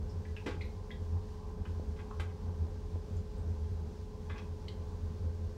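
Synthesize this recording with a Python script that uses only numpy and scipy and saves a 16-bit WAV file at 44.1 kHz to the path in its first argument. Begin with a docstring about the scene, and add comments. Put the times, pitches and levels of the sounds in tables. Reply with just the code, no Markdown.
"""In a tiled room, a small underwater pump hums as it pushes water through rubber hoses and a radiator.
The water hisses, gurgles and churns, and its surges make a deep throb in the hoses.
A hand tilts the radiator: it knocks, rings and bumps softly, while tiny air pockets pop
in the wet hoses and fittings with squishy ticks. The tiles echo the knocks and ticks."""
import sys
import numpy as np
from scipy import signal
from scipy.fft import rfft, irfft, next_fast_len
from scipy.io import wavfile
from scipy.ndimage import map_coordinates

SR = 44100
rng = np.random.default_rng(int(sys.argv[2]) if len(sys.argv) > 2 else 0)


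def dump_mix(stems):
    """Bounce the given channels to the path in sys.argv[1] as a 16-bit WAV at rate SR."""
    frames = np.atleast_2d(stems).T  # one column per channel
    limited = np.clip(frames, -1, 1)  # hard clip at full scale
    pcm = np.round(limited * 32767).astype(np.int16)
    wavfile.write(sys.argv[1], SR, pcm)


N = 245625


def amp(db):
    """Turn decibels into a gain."""
    return 10 ** (np.asarray(db) / 20)


def unit(x):
    """Scale x to an average (rms) level of 1."""
    return x / np.sqrt(np.mean(x ** 2) + 1e-20)


def along(points, hz):
    """Read between (Hz, value) points on a log frequency axis."""
    f, values = np.transpose(points)
    return np.interp(np.log(hz + 1), np.log(f + 1), values)


def wobble(rate):
    """A smooth curve through `rate` random points a second."""
    return unit(map_coordinates(rng.standard_normal(N // 100), [np.arange(N) * rate / SR]))


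def filtered(x, response):
    """Scale each frequency f in x by response(f)."""
    size = next_fast_len(len(x) + SR // 4)
    return irfft(rfft(x, size) * response(np.fft.rfftfreq(size, 1 / SR)), size)[:len(x)]


def noise(response, size=N):
    """Filtered noise at level 1."""
    return unit(filtered(rng.standard_normal(size), response))


def resonances(modes, f):
    """How strongly a body answers at f, given its ringing notes as (f/Hz, width/Hz, level/dB)."""
    return sum((-1) ** k * amp(db) * 1j * f * width / (hz * hz - f * f + 1j * f * width)
               for k, (hz, width, db) in enumerate(modes))


def tone(hz):
    """A sine wave at level 1 that follows a pitch curve."""
    return np.sqrt(2) * np.sin(2 * np.pi * (np.cumsum(hz) / SR + rng.random()))


def add(track, start, sound):
    """Mix a sound into the track at `start` seconds."""
    part = track[round(start * SR):][:len(sound)]
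    part += sound[:len(part)]


# How long the echo lasts: f/Hz, time to fade by 60 dB/s
ECHO_FADE = [(150, 0.23), (1000, 0.31), (4000, 0.25), (12000, 0.22)]
def room(x, delay_s=0.0046):
    """The tiles throw back a short, bright echo."""
    hz, t, spectrum = signal.stft(rng.standard_normal(SR // 2), SR, nperseg=256)
    fade = amp(-60 * t / along(ECHO_FADE, hz)[:, None])
    tail = signal.istft(spectrum * fade, SR)[1]
    tail = np.pad(tail, (round(delay_s * SR), 0))
    return signal.fftconvolve(x, tail / np.linalg.norm(tail))[:N]


# Tone colour of the hiss: f/Hz, relative level/dB
HISS_COLOUR = [(880, -54), (1500, -3), (1650, 0), (2090, -5), (4170, -3), (4640, -2), (6050, -4),
               (10600, -18), (15100, -21.5), (15700, -18)]
def hiss(level_db=-68.5):
    """Running water makes a faint, smooth hiss."""
    return amp(level_db + 0.68 * wobble(14)) * noise(lambda f: amp(along(HISS_COLOUR, f)))


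# How the gurgle rises and falls: t/s, relative level/dB
GURGLE_LEVELS = [(0.0, -66), (0.28, -66), (1.26, -60), (1.47, -58.5), (1.88, -64.5), (2.28, -60.5),
                 (3.01, -66.5), (3.74, -65), (4.81, -65), (4.99, -63), (5.27, -66.5), (5.57, -64)]
# Notes of the hollow hose: f/Hz, width/Hz, relative level/dB
HOSE_NOTES = [(777, 50, -3), (863.6, 19, 2), (942, 29, -2.5), (1024, 40, -0.5), (1156, 69, -8.5)]
def gurgle(gain_db=-1.4, swing_db=1.9):
    """Water gurgles and makes the hollow of the hose ring."""
    level_db = np.interp(np.arange(N) / SR, *np.transpose(GURGLE_LEVELS))
    hose = noise(lambda f: resonances(HOSE_NOTES, f) * resonances([(985, 1100, 0)], f))
    return amp(level_db + gain_db + swing_db * wobble(14)) * hose


# Tone colour of churning water: f/Hz, relative level/dB
CHURN_COLOUR = [(12, -33), (24, -19.5), (34, -7.5), (55, -6), (100, -1.5), (120, -18), (180, -10.5),
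                (250, -17.5), (290, -24.5), (430, -24), (560, -29.5), (680, -29.5), (1100, -36.5),
                (1400, -41), (2500, -54), (4000, -93)]
# Notes of the pump and its basin: f/Hz, width/Hz, relative level/dB
BASIN_NOTES = [(51.1, 11.7, 1), (163.6, 25.4, -7.5), (204.4, 31.2, -11.5), (374.3, 51, -17.5),
               (515, 44, -16.5), (1565, 35, -32)]
def churn(surge, stir=0.09, water_db=-47, basin_db=-50.5):
    """Churning water rings the basin; every surge stirs it a little more."""
    surge_db = 20 * np.log10(surge)
    swell_db = stir * (surge_db - surge_db.mean())
    water = amp(water_db) * noise(lambda f: amp(along(CHURN_COLOUR, f)))
    basin = amp(basin_db) * noise(lambda f: resonances(BASIN_NOTES, f))
    return amp(swell_db + 0.94 * wobble(7)) * (water + basin)


# The pump's steady tones: f/Hz, level/dB, pitch waver/Hz
PUMP_TONES = [(35.66, -51.5, 2.52), (53.3, -52, 3.03), (213.4, -59, 0.66), (304, -71, 0.77),
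              (367.3, -75, 2.26), (409, -63.5, 0.17), (426.4, -56, 0.22), (509.6, -71, 2.1),
              (855, -73.5, 0.86), (1028, -74, 1.97), (1584, -84, 1.9)]
def pump():
    """The motor and its spinning blades hum, each tone wavering with the load."""
    return sum(amp(db + 0.86 * wobble(7.2)) * tone(hz + waver * wobble(14))
               for hz, db, waver in PUMP_TONES)


# Wet ticks: t/s, relative level/dB, first pitch f/Hz, second pitch f/Hz, time to fade by 60 dB/s
WET_TICKS = [(.095, -60.5, 5070, 5500, 0.11), (.252, -52, 1990, 1720, 0.071),
             (.365, -42.5, 2654, 2450, 0.055), (0.365, -52, 1654, 2130, 0.068),
             (.609, -41, 2134, 2296, 0.067), (.616, -52, 4000, 4140, .075),
             (.651, -71, 11900, 11100, 0.035), (.906, -42.5, 2013, 1710, 0.031),
             (.912, -48.5, 3260, 3520, 0.057), (1.652, -54.5, 1575, 3000, 0.11),
             (2.111, -38.5, 1050, 1100, 0.028), (3.167, -59.5, 6950, 6690, 0.04),
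             (3.38, -69, 8300, 7700, .1), (4.3, -48.5, 1635, 2090, .11), (4.318, -55, 3550, 2050, 0.043),
             (4.360, -49.5, 2480, 2600, .04), (4.381, -55, 5270, 5800, 0.035),
             (4.386, -51, 2570, 3220, 0.056), (4.682, -43, 3110, 2070, 0.032),
             (4.684, -46, 4400, 4000, .033)]
def squishes(second_db=-5, spray_db=-6, spray_width=0.61, attack_s=0.00041):
    """A small air pocket pops: two unsteady pitches and a puff of spray."""
    out, t = np.zeros(N), np.arange(SR // 3) / SR
    drift = lambda: 1 + .038 * noise(lambda f: f < 300, len(t))
    for start, db, hz, second_hz, fade_s in WET_TICKS:
        pocket = tone(hz * drift()) + amp(second_db) * tone(second_hz * drift())
        spray = noise(lambda f: resonances([(hz, spray_width * hz, 0)], f) ** 2, len(t))
        loudness = amp(db - 3 - 60 * t / fade_s) * (1 - np.exp(-t / attack_s))
        add(out, start, loudness * (pocket + amp(spray_db) * spray))
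    return out


# Soft bumps of the hand: t/s, peak level/dB
HAND_BUMPS = [(1.798, -34), (2.959, -36)]
def bumps(push_s=.0006):
    """A soft touch gives one low push and rebound, with no ring."""
    t = np.arange(N) / SR
    push = lambda u: (1 - u ** 2) * np.exp(-u ** 2 / 2)
    return sum(amp(db) * push((t - peak_s) / push_s) for peak_s, db in HAND_BUMPS)


# Notes of the radiator's tank: f/Hz, width/Hz, relative level/dB
TANK_NOTES = [(245, 17, 8.5), (368, 50, 5), (480, 53, -2.5), (827, 27, -2), (1117, 22, -2.5),
              (1227, 70, -11), (1610, 16, 0.5), (2037, 28, -10), (2220, 24, -22), (2356, 29, -13),
              (2550, 28, -11), (3100, 28, -13), (3460, 45, -20)]
# Tone colour of the rattling fins: f/Hz, relative level/dB
RATTLE_COLOUR = [(100, -27), (200, -2.5), (260, 13.5), (380, -0.5), (500, 1), (650, -7), (1200, -11.5),
                 (1800, -11.5), (3500, -16), (7000, -28), (15000, -49.5)]
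# Blows on the radiator: t/s, level/dB, low edge f/Hz, high edge f/Hz, time to fade by 60 dB/s
BLOWS = [(.461, -32.5, 210, 13900, 0.25), (1.652, -50, 800, 3500, 0.069), (1.961, -61.5, 1200, 5000, 0.24),
         (1.988, -50, 1390, 2470, 0.12), (2.196, -39, 755, 4600, 0.1), (2.199, -57, 8000, 16000, 0.12),
         (2.290, -61, 1300, 2600, .15), (4.296, -47.5, 900, 3520, 0.17), (4.340, -52.5, 800, 1800, 0.24),
         (4.378, -50, 1000, 5000, 0.11)]
def knocks(ring_db=-1, attack_s=0.0014):
    """Each blow rattles the radiator's fins and rings its tank; light ones have no bass."""
    out, t = np.zeros(N), np.arange(SR // 2) / SR
    for start, db, low_hz, high_hz, fade_s in BLOWS:
        rattle = noise(lambda f: amp(along(RATTLE_COLOUR, f)), len(t))
        ring = noise(lambda f: resonances(TANK_NOTES, f), len(t))
        band = lambda f: 1 / np.sqrt((1 + (low_hz / (f + 1)) ** 6) * (1 + (f / high_hz) ** 6))
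        blow = unit(filtered(rattle + amp(ring_db) * ring, band))
        loudness = amp(db - 60 * t / fade_s) * (1 - np.exp(-t / attack_s))
        add(out, start, loudness * blow)
    return out


# Surges in the hoses: peak t/s, level/dB, length at half height/s
WATER_SURGES = [(0.024, -36.5, 0.058), (.181, -36, 0.056), (.302, -36, .04), (.591, -38.5, 0.063),
                (1.02, -36.5, .055), (1.149, -31.5, 0.089), (1.616, -38.5, 0.029), (1.717, -35, 0.054),
                (1.795, -37.5, 0.068), (1.907, -35, 0.054), (2.211, -34, 0.039), (2.498, -34.5, 0.056),
                (2.624, -31, 0.069), (2.846, -36, 0.04), (2.961, -34, 0.051), (3.175, -32.5, 0.072),
                (3.5, -33.5, 0.082), (3.63, -33, 0.072), (3.718, -35, 0.038), (4.48, -40, .12),
                (5.07, -41.5, 0.22), (5.274, -31.7, 0.078)]
def surging(rest_db=-46.5, swing_db=4):
    """The strength of the throb: surges swell and fall above a low, restless level."""
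    t = np.arange(N) / SR
    swells = sum(amp(db) * .5 ** ((2 * (t - peak_s) / length) ** 2)
                 for peak_s, db, length in WATER_SURGES)
    return np.hypot(swells, amp(rest_db + swing_db * wobble(22)))


def throb(surge, pitch_hz=84, wander_hz=4, swirl_db=-15, rumble_db=-21):
    """The water in the hoses booms with each surge: one unsteady low pitch in a wider rumble."""
    boom = tone(pitch_hz + wander_hz * wobble(15))
    swirl = noise(lambda f: resonances([(pitch_hz, 30, 0)], f) ** 2)
    rumble = noise(lambda f: resonances([(157, 123, 0)], f) ** 2)
    return surge * unit(boom + amp(swirl_db) * swirl + amp(rumble_db) * rumble)


def scene():
    """Mix pump, water and handling; the bumps are close by and get no echo."""
    blows, ticks, surge = knocks(), squishes(), surging()
    echo = room(amp(-5.5) * blows + amp(-2.5) * ticks)
    running = pump() + throb(surge) + churn(surge) + gurgle() + hiss()
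    return (running + blows + ticks + bumps() + echo)[None]


def record(dry, top_hz=15750):
    """Cut away the very highest treble."""
    return np.array([filtered(channel, lambda f: f < top_hz) for channel in dry])


dry = scene()
out = record(dry)
dump_mix(out)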